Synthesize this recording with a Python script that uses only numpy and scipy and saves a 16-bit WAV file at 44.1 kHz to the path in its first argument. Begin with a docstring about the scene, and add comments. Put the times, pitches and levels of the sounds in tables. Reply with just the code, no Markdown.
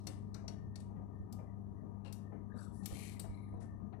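"""At the door of a turning tumble dryer. The motor hums over the rumble of drum and air.
Laundry lands softly and booms the drum; buttons and zips click, slide and rub on the steel,
which rings on. The left microphone is open and hears it all. The right one is covered:
dull hum, rumble, bumps of the door and faint high whistles."""
import sys
import numpy as np
from scipy import signal
from scipy.io import wavfile

SR = 44100
rng = np.random.default_rng(int(sys.argv[2]) if len(sys.argv) > 2 else 0)


def log_audio(samples):
    """Write samples as a 16-bit WAV file to the path given in sys.argv[1]."""
    # one column per channel
    frames = np.atleast_2d(samples).T
    # limit to full scale, then quantise
    limited = np.clip(frames, -1, 1)
    pcm = np.round(limited * 32767).astype(np.int16)
    wavfile.write(sys.argv[1], SR, pcm)


N = 176400

# motor hum: pitch_hz, left_db, right_db
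MOTOR_HUM = [(100.14, -48, -57), (199.1, -50.5, -74.5), (301.7, -63.5, -81), (398.2, -66.5, -99)]
# drum and air at the open microphone: freq_hz, density_db
AIR_SPECTRUM = [(20, -88), (43, -84.5), (60, -70), (85, -75.5), (130, -72), (185, -72), (235, -76),
                (285, -80.5), (360, -83.5), (480, -92.5), (720, -92), (1000, -98), (1230, -95),
                (1400, -116), (1820, -110), (2200, -128), (5000, -134), (16000, -139)]
# laundry landing: start_s, boom_hz, boom_db, slap_db, rustle_db
LANDINGS = [(.068, 134, -58, -77, -95), (0.344, 192, -59, -85, -91.5), (.482, 177, -72, -81.5, -97.5),
            (.962, 174, -45, -87, -105), (1.386, 195.5, -41.5, -80, -104), (1.826, 239.5, -45, -80, -117),
            (2.05, 205, -43.5, -78, -102), (2.32, 221, -61, -79, -99), (2.54, 230.5, -45.5, -78, -110),
            (2.821, 193.5, -40, -80.5, -108), (2.908, 130, -56, -76, -94.5), (3.19, 195, -43, -84.5, -110),
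            (3.241, 260, -55, -81.5, -100), (3.611, 198, -45, -89, -101.5), (3.827, 203, -40.5, -103, -118),
            (3.928, 132, -51, -96, -103.5)]
# buttons and zips striking: start_s, low_db, mid_db, high_db, top_db, button_share
BUTTON_HITS = [(0.068, -83.5, -82, -81, -90, 1), (0.3422, -99, -83, -95.5, -103, 0.45),
               (0.4782, -90, -85, -91, -105, .95), (0.755, -92, -90, -93.5, -105, 0.78),
               (0.801, -102, -100, -93.5, -114, 0.52), (1.3237, -101, -91.5, -92.5, -90, 0.62),
               (2.124, -92.5, -89.5, -86, -89.5, 0.53), (2.856, -83.5, -79.5, -77.5, -77, 0.45),
               (3.194, -87.5, -81.5, -78.5, -85.5, 0.059)]
# click bands, low to top: freq_hz
HIT_BANDS_HZ = [2600, 5500, 9540, 12800]
# struck button: freq_hz, width_hz, gain_db
BUTTON_MODES = [(2340, 57, 4), (3400, 540, -5.5), (4370, 400, 14), (5760, 770, 16.5), (6650, 590, -2.5),
                (7530, 180, 10.5), (8900, 260, -4), (10300, 160, 4.5), (12400, 430, 3)]
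# struck zip pull: freq_hz, width_hz, gain_db
ZIP_MODES = [(3780, 300, 11), (4450, 300, 6), (5800, 220, -2), (6400, 980, -16), (8070, 650, 11.5),
             (8500, 240, -12), (8930, 260, 13), (11800, 400, 2)]
# zips and cloth sliding; the first row is the drum's fading ring as the sound opens:
# start_s, rise_s, hold_s, t60_s, low_db, mid_db, high_db, top_db, cutoff_hz
SLIDE_STROKES = [(0, 0.0019, 0.0069, 1, -108, -110, -112, -130, 11900),
                 (2.045, 0.0026, 0.033, 0.15, -90.5, -102, -108, -120, 11700),
                 (2.55, 0.072, 0.0085, 0.25, -109, -101, -94.5, -112, 12000),
                 (2.708, 0.038, 0.051, 0.32, -124, -111, -99, -112, 11600),
                 (2.829, 0.0059, 0.027, 0.13, -102, -102, -102, -120, 11900),
                 (2.87, 0.083, 0.12, 0.32, -89, -93, -86, -101, 14000),
                 (3.07, 0.04, 0.026, 0.15, -94, -100, -97, -106, 13900),
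                 (3.248, 0.055, 0.021, 0.68, -112, -113, -116, -131, 11300),
                 (3.602, 0.0029, 0.026, 0.19, -107, -106, -101, -124, 11500),
                 (3.922, 0.0035, 0.0043, 0.086, -106, -112, -140, -150, 4600)]
# slide bands, low to top: freq_hz
STROKE_BANDS_HZ = [2670, 5150, 10100, 14500]
# cloth and zips rubbing: start_s, length_s, first_hz, last_hz, width_hz, level_db
RUBS = [(1.451, 0.1, 1916, 1904, 260, -70), (1.771, 0.086, 1866, 1753, 281, -69.5),
        (2.34, 0.098, 2040, 1930, 342, -76.5), (2.498, 0.18, 1656, 1516, 420, -63.5),
        (2.566, 0.15, 1390, 1248, 476, -57.5), (2.525, 0.21, 3870, 3330, 450, -74.5),
        (2.578, 0.048, 4610, 4800, 500, -65), (2.74, 0.067, 4780, 4850, 300, -77),
        (2.93, 0.29, 2286, 2110, 680, -55), (3.263, 0.32, 2230, 2060, 380, -69.5),
        (3.26, 0.39, 4040, 3890, 435, -74.5), (3.328, 0.26, 10300, 9300, 850, -75),
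        (3.463, 0.17, 1816, 1694, 294, -75)]
# hard knocks through cloth: start_s, ring_hz, density_db
HARD_KNOCKS = [(.964, 1926, -92.5), (1.386, 925, -81.5), (1.389, 2350, -91), (2.049, 816, -75.5),
               (2.052, 2774, -82.5), (3.243, 691, -67), (3.612, 1850, -86.5), (3.799, 1124, -85),
               (3.927, 1870, -80), (3.931, 710, -70)]
# small knocks of the load: freq_hz, relative_db
RATTLE_SPECTRUM = [(100, -110), (300, -79), (700, -76.5), (1200, -89), (1450, -104), (1900, -104),
                   (2600, -118), (4000, -140), (16000, -160)]
# drum wall: freq_hz, width_hz, gain_db
WALL_MODES = [(2380, 1400, -1), (2835, 210, 6), (3020, 370, -5.5), (4120, 810, 6), (4840, 1100, 0.5),
              (5830, 490, 2), (6600, 540, -4), (7700, 370, 4.5), (10000, 1500, 0.5)]
# ring inside the drum: freq_hz, t60_s
RING_DECAY = [(1000, 0.55), (4000, 0.33), (9000, 0.31), (15000, 0.17)]
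# narrow peaks of that ring: freq_hz, width_hz, gain_db
RING_MODES = [(1890, 83, 1), (2330, 140, 5.5), (2920, 140, 6), (3300, 70, 3), (4370, 110, 3),
              (5000, 160, 4), (5680, 91, 2)]
# door bumping the covered microphone: start_s, pitch_hz, level_db
DOOR_BUMPS = [(0.673, 74.6, -43.5), (1.195, 83.5, -41.5), (2.916, 70.4, -38.5), (3.287, 62, -35),
              (3.519, 65.4, -40.5), (3.694, 73.4, -37)]
# drum and air at the covered microphone: freq_hz, density_db
COVERED_SPECTRUM = [(20, -87), (35, -86), (55, -78.5), (72, -71), (130, -77), (200, -94.5), (320, -100),
                    (450, -117), (1000, -129), (8000, -136), (16000, -139)]
# hum and rumble at the covered microphone: time_s, gain_db
COVERED_GAIN = [(0, 0.5), (1.2, -0.5), (1.8, -1.5), (2.0, -6), (2.3, -2.5), (2.8, -7.5), (3.1, -1),
                (3.7, 0.5), (4, -11.5)]
# fan and cabinet tones: pitch_hz, width_hz, level_db
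FAN_WHINES = [(226.6, 12, -58.5), (275.5, 19, -66.5), (427, 4.1, -69.5), (699, 19, -76.5), (953, 14, -72.5),
              (1133, 1.4, -86), (1219.5, 14, -75.5)]
# cloth brushing the drum: pitch_hz, width_hz, level_db
BRUSH_TONES = [(1814, 92, -80)]
# faint whistles, both sides: pitch_hz, width_hz, level_db
HIGH_WHISTLES = [(6060, 220, -100), (10080, 120, -99), (12030, 170, -102)]


def motor(waver_rad=0.082, flutter=0.08, right_lag_rad=1):
    """Mains hum and overtones, shaken slightly by the load."""
    t, out = np.arange(N) / SR, np.zeros((2, N))
    for hz, left_db, right_db in MOTOR_HUM:
        phase = 2 * np.pi * (hz * t + rng.random())
        phase += waver_rad * np.sqrt(hz / MOTOR_HUM[0][0]) * wobble(10)
        pair = np.sqrt(2) * np.sin([phase, phase - right_lag_rad])
        out += amp([[left_db], [right_db]]) * pair * (1 + flutter * wobble(3.2))
    out[1] *= covered_gain()
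    return out


def rumble(swell_db=1, swell_hz=8.9):
    """Drum and air: low noise, slightly unsteady."""
    return steady_noise(AIR_SPECTRUM) * amp(swell_db * wobble(swell_hz))


def laundry(cloth_gain_db=0.5, boom_gain_db=2.5, bands_hz=(580, 1620)):
    """Soft landings: the drum booms at one low resonance, the cloth slaps and rustles."""
    cloth, booms = np.zeros((2, N))
    for start_s, boom_hz, boom_db, *bands_db in LANDINGS:
        def colour(hz):
            body = lookup(zip(bands_hz, bands_db), hz) + band(hz, 140, 3, 2110, 6)
            return body + wall_patch(hz) * np.minimum(hz / 2000, 1)
        add(cloth, start_s, coloured(burst(rise_s=0.00069, hold_s=0.0066, t60_s=0.087), colour))
        shape = envelope(rise_s=0.012, hold_s=0.004, t60_s=0.18)
        add(booms, start_s, amp(boom_db) * panel_boom(boom_hz, shape))
    return amp(cloth_gain_db) * (cloth + drum_ring(cloth)) + amp(boom_gain_db) * booms


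def buttons(gain_db=-1, ring_db=-5, colour_carry=0.28):
    """Brief chatter in the modes of button and zip; the drum rings on with less of their colour."""
    direct, wall = np.zeros((2, N))
    for start_s, *bands_db, share in BUTTON_HITS:
        body = lambda hz: lookup(zip(HIT_BANDS_HZ, bands_db), hz) + band(hz, 1300, 2, 14300, 16)
        modes = lambda hz: share * peaks(BUTTON_MODES, hz) + (1 - share) * peaks(ZIP_MODES, hz)
        chatter = burst(rise_s=0.0031, hold_s=0.0018, t60_s=0.031)
        add(direct, start_s, coloured(chatter, lambda hz: body(hz) + modes(hz)))
        add(wall, start_s, coloured(chatter, lambda hz: body(hz) + colour_carry * modes(hz)))
    return amp(gain_db) * (direct + amp(ring_db) * drum_ring(wall))


def slides(grains_per_s=5500, grain_spread_db=7, gain_db=-5.5, ring_db=-8.5):
    """Fine grains of friction excite the drum wall; the first row is its fading ring."""
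    out = np.zeros(N)
    for start_s, rise_s, hold_s, t60_s, *bands_db, cutoff_hz in SLIDE_STROKES:
        def colour(hz):
            body = lookup(zip(STROKE_BANDS_HZ, bands_db), hz) + band(hz, 1800, 3, cutoff_hz, 22)
            return body + peaks(WALL_MODES, hz) + wall_patch(hz, spread_db=3.06)
        grains = rng.standard_normal(N) * amp(-grain_spread_db * np.minimum(rng.exponential(1, N), 4))
        grains *= rng.random(N) < grains_per_s / SR
        shape = envelope(rise_s, hold_s, t60_s)
        add(out, start_s, coloured(shape * unit(grains)[:len(shape)], colour))
    return amp(gain_db) * (out + amp(ring_db) * drum_ring(out))


def squeaks(catch_db=4, catch_hz=70, ring_db=-11.5):
    """Fuzzy rubbing resonances swell and glide, mostly down, catching and slipping."""
    t, out = np.arange(N) / SR, np.zeros(N)
    for start_s, length_s, first_hz, last_hz, width_hz, level_db in RUBS:
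        progress = np.clip((t - start_s) / length_s, 0, 1)
        cycles = np.cumsum(first_hz + (last_hz - first_hz) * progress ** 2) / SR
        grip = unit(amp(catch_db * wobble(catch_hz)))
        swell = np.sin(np.pi * progress ** 0.57)  # peaks early
        out += amp(level_db) * grip * swell * fuzzy_tone(cycles, width_hz)
    return out + amp(ring_db) * drum_ring(out)


def knocks(width_hz=56, ring_db=-11):
    """A hard part of the load lands and rings one patch of the drum."""
    out = np.zeros(N)
    for start_s, ring_hz, density_db in HARD_KNOCKS:
        def colour(hz):
            resonance = skirt(abs(hz - ring_hz) / (width_hz / 2), order=1)
            return density_db + resonance + skirt(hz / 3500, order=6) + peaks(WALL_MODES, hz)
        add(out, start_s, coloured(burst(rise_s=0.00033, hold_s=0.0037, t60_s=0.12), colour))
    return out + amp(ring_db) * drum_ring(out)


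def rattle(hits_per_s=24, spread_db=4, gain_db=-8):
    """Small random knocks of the turning load."""
    hits = amp(spread_db * rng.uniform(-1, 1, N)) * (rng.random(N) < hits_per_s / SR)
    shape = signal.fftconvolve(hits, envelope(rise_s=0.00069, hold_s=0, t60_s=0.035))[:N]
    out = coloured(shape * rng.standard_normal(N), lambda hz: lookup(RATTLE_SPECTRUM, hz))[:N]
    return amp(gain_db) * (out + drum_ring(out))


def door(roughness=0.5, rough_hz=45):
    """Dull rumble and bumps reach the covered microphone by contact."""
    bumps = np.zeros(N)
    for start_s, hz, level_db in DOOR_BUMPS:
        shape = envelope(rise_s=0.0093, hold_s=0.0058, t60_s=0.19)
        add(bumps, start_s, amp(level_db) * panel_boom(hz, shape))
    dull_rumble = steady_noise(COVERED_SPECTRUM) * covered_gain()
    return dull_rumble + bumps * (1 + roughness * drift(rough_hz).real)


def whines(table):
    """Narrow wavering tones."""
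    t = np.arange(N) / SR
    return sum(amp(db) * unit(fuzzy_tone(hz * t, width_hz)) for hz, width_hz, db in table)


def brush(swell_db=13, swell_hz=3.5):
    """Cloth brushes the turning drum in random swells."""
    return whines(BRUSH_TONES) * unit(amp(swell_db * wobble(swell_hz)))


def drum_ring(x, rise_s=0.0071):
    """Dense echoes inside the steel drum, strongest at its narrow resonances."""
    hz, t, noise = signal.stft(rng.standard_normal(SR // 2), SR, nperseg=256)
    decay = np.exp(-np.log(1000) * t / lookup(RING_DECAY, hz)[:, None])
    tail = signal.istft(noise * decay, SR, nperseg=256)[1]
    tail *= np.minimum(np.arange(len(tail)) / SR / rise_s, 1)
    colour = lambda hz: peaks(RING_MODES, hz) + wall_patch(hz, spread_db=1.15, spacing_hz=112.5)
    tail = coloured(tail, colour)
    return signal.fftconvolve(x, tail / np.linalg.norm(tail))[:N]


def wall_patch(hz, spread_db=3.5, spacing_hz=260):
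    """Uneven resonances of a random patch of wall, in dB."""
    return spread_db * np.interp(hz / spacing_hz, np.arange(400), rng.standard_normal(400))


def panel_boom(hz, shape):
    """One low panel resonance swells and dies."""
    return shape * np.sin(2 * np.pi * hz * np.arange(len(shape)) / SR)


def covered_gain():
    """Dips in level at the covered microphone."""
    return amp(np.interp(np.arange(N) / SR, *np.transpose(COVERED_GAIN)))


def amp(db):
    """Decibels to gain."""
    return 10 ** (np.asarray(db) / 20)


def unit(x):
    """Scale to unit rms."""
    return x / np.sqrt(np.mean(abs(x) ** 2) + 1e-20)


def lookup(points, hz):
    """Interpolate over log frequency."""
    freq_hz, value = np.transpose(list(points))
    return np.interp(np.log(hz + 1), np.log(freq_hz + 1), value)


def add(mix, start_s, sound):
    """Mix in place."""
    part = mix[max(round(start_s * SR), 0):][:len(sound)]
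    part += sound[:len(part)]


def coloured(x, curve_db, size=8192):
    """Minimum-phase filter; unit white noise comes out with spectral density curve_db(hz)."""
    density_db = np.maximum(curve_db(np.fft.rfftfreq(size, 1 / SR)), -170)
    log_gain = np.log(amp(density_db) * np.sqrt(SR / 2))
    mirrored = np.concatenate([log_gain, log_gain[-2:0:-1]])
    response = np.exp(signal.hilbert(mirrored).conj())
    return signal.fftconvolve(x, np.fft.ifft(response).real[:size // 2])


def peaks(modes, hz):
    """Bell-shaped resonances, in dB."""
    return sum(db / (1 + (2 * (hz - mode_hz) / width_hz) ** 2) for mode_hz, width_hz, db in modes)


def skirt(ratio, order):
    """Roll-off in dB as the ratio passes one."""
    return -10 * np.log10(1 + ratio ** (2 * order))


def band(hz, low_hz, low_order, high_hz, high_order):
    """Band-pass curve, in dB."""
    return skirt(low_hz / (hz + 1), low_order) + skirt(hz / high_hz, high_order)


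def envelope(rise_s, hold_s, t60_s):
    """Linear rise, hold, exponential release."""
    t = np.arange(0, rise_s + hold_s + t60_s, 1 / SR)
    release = np.exp(-np.log(1000) * np.maximum(t - rise_s - hold_s, 0) / t60_s)
    return np.minimum(t / rise_s, 1) * release


def burst(rise_s, hold_s, t60_s):
    """Noise puff with the energy of its envelope."""
    shape = envelope(rise_s, hold_s, t60_s)
    puff = shape * rng.standard_normal(SR * 2)[:len(shape)]
    return puff * np.linalg.norm(shape) / np.linalg.norm(puff)


def drift(rate_hz):
    """Complex low-pass noise, unit rms."""
    spectrum = rng.standard_normal(N) + 1j * rng.standard_normal(N)
    return unit(np.fft.ifft(spectrum * np.exp(-(np.fft.fftfreq(N, 1 / SR) / rate_hz) ** 2)))


def wobble(rate_hz):
    """Real low-pass noise, unit rms."""
    return unit(drift(rate_hz).real)


def fuzzy_tone(cycles, width_hz):
    """Narrow noise band around a carrier."""
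    return (drift(width_hz / 2) * np.exp(2j * np.pi * cycles)).real


def steady_noise(spectrum):
    """Constant noise with the given spectrum."""
    return coloured(rng.standard_normal(N + SR), lambda hz: lookup(spectrum, hz))[SR:SR + N]


def scene():
    """Open microphone left, covered microphone right."""
    left = rumble() + whines(FAN_WHINES) + brush()
    left = left + laundry() + knocks() + rattle() + buttons() + slides() + squeaks()
    return motor() + np.array([left + whines(HIGH_WHISTLES), door() + whines(HIGH_WHISTLES)])


def record(dry):
    """Steep low-pass at 15850 Hz."""
    taps = signal.firwin(255, 15850, window=("kaiser", 9), fs=SR)
    return signal.oaconvolve(dry, taps[None], "same")


dry = scene()
out = record(dry)
log_audio(out)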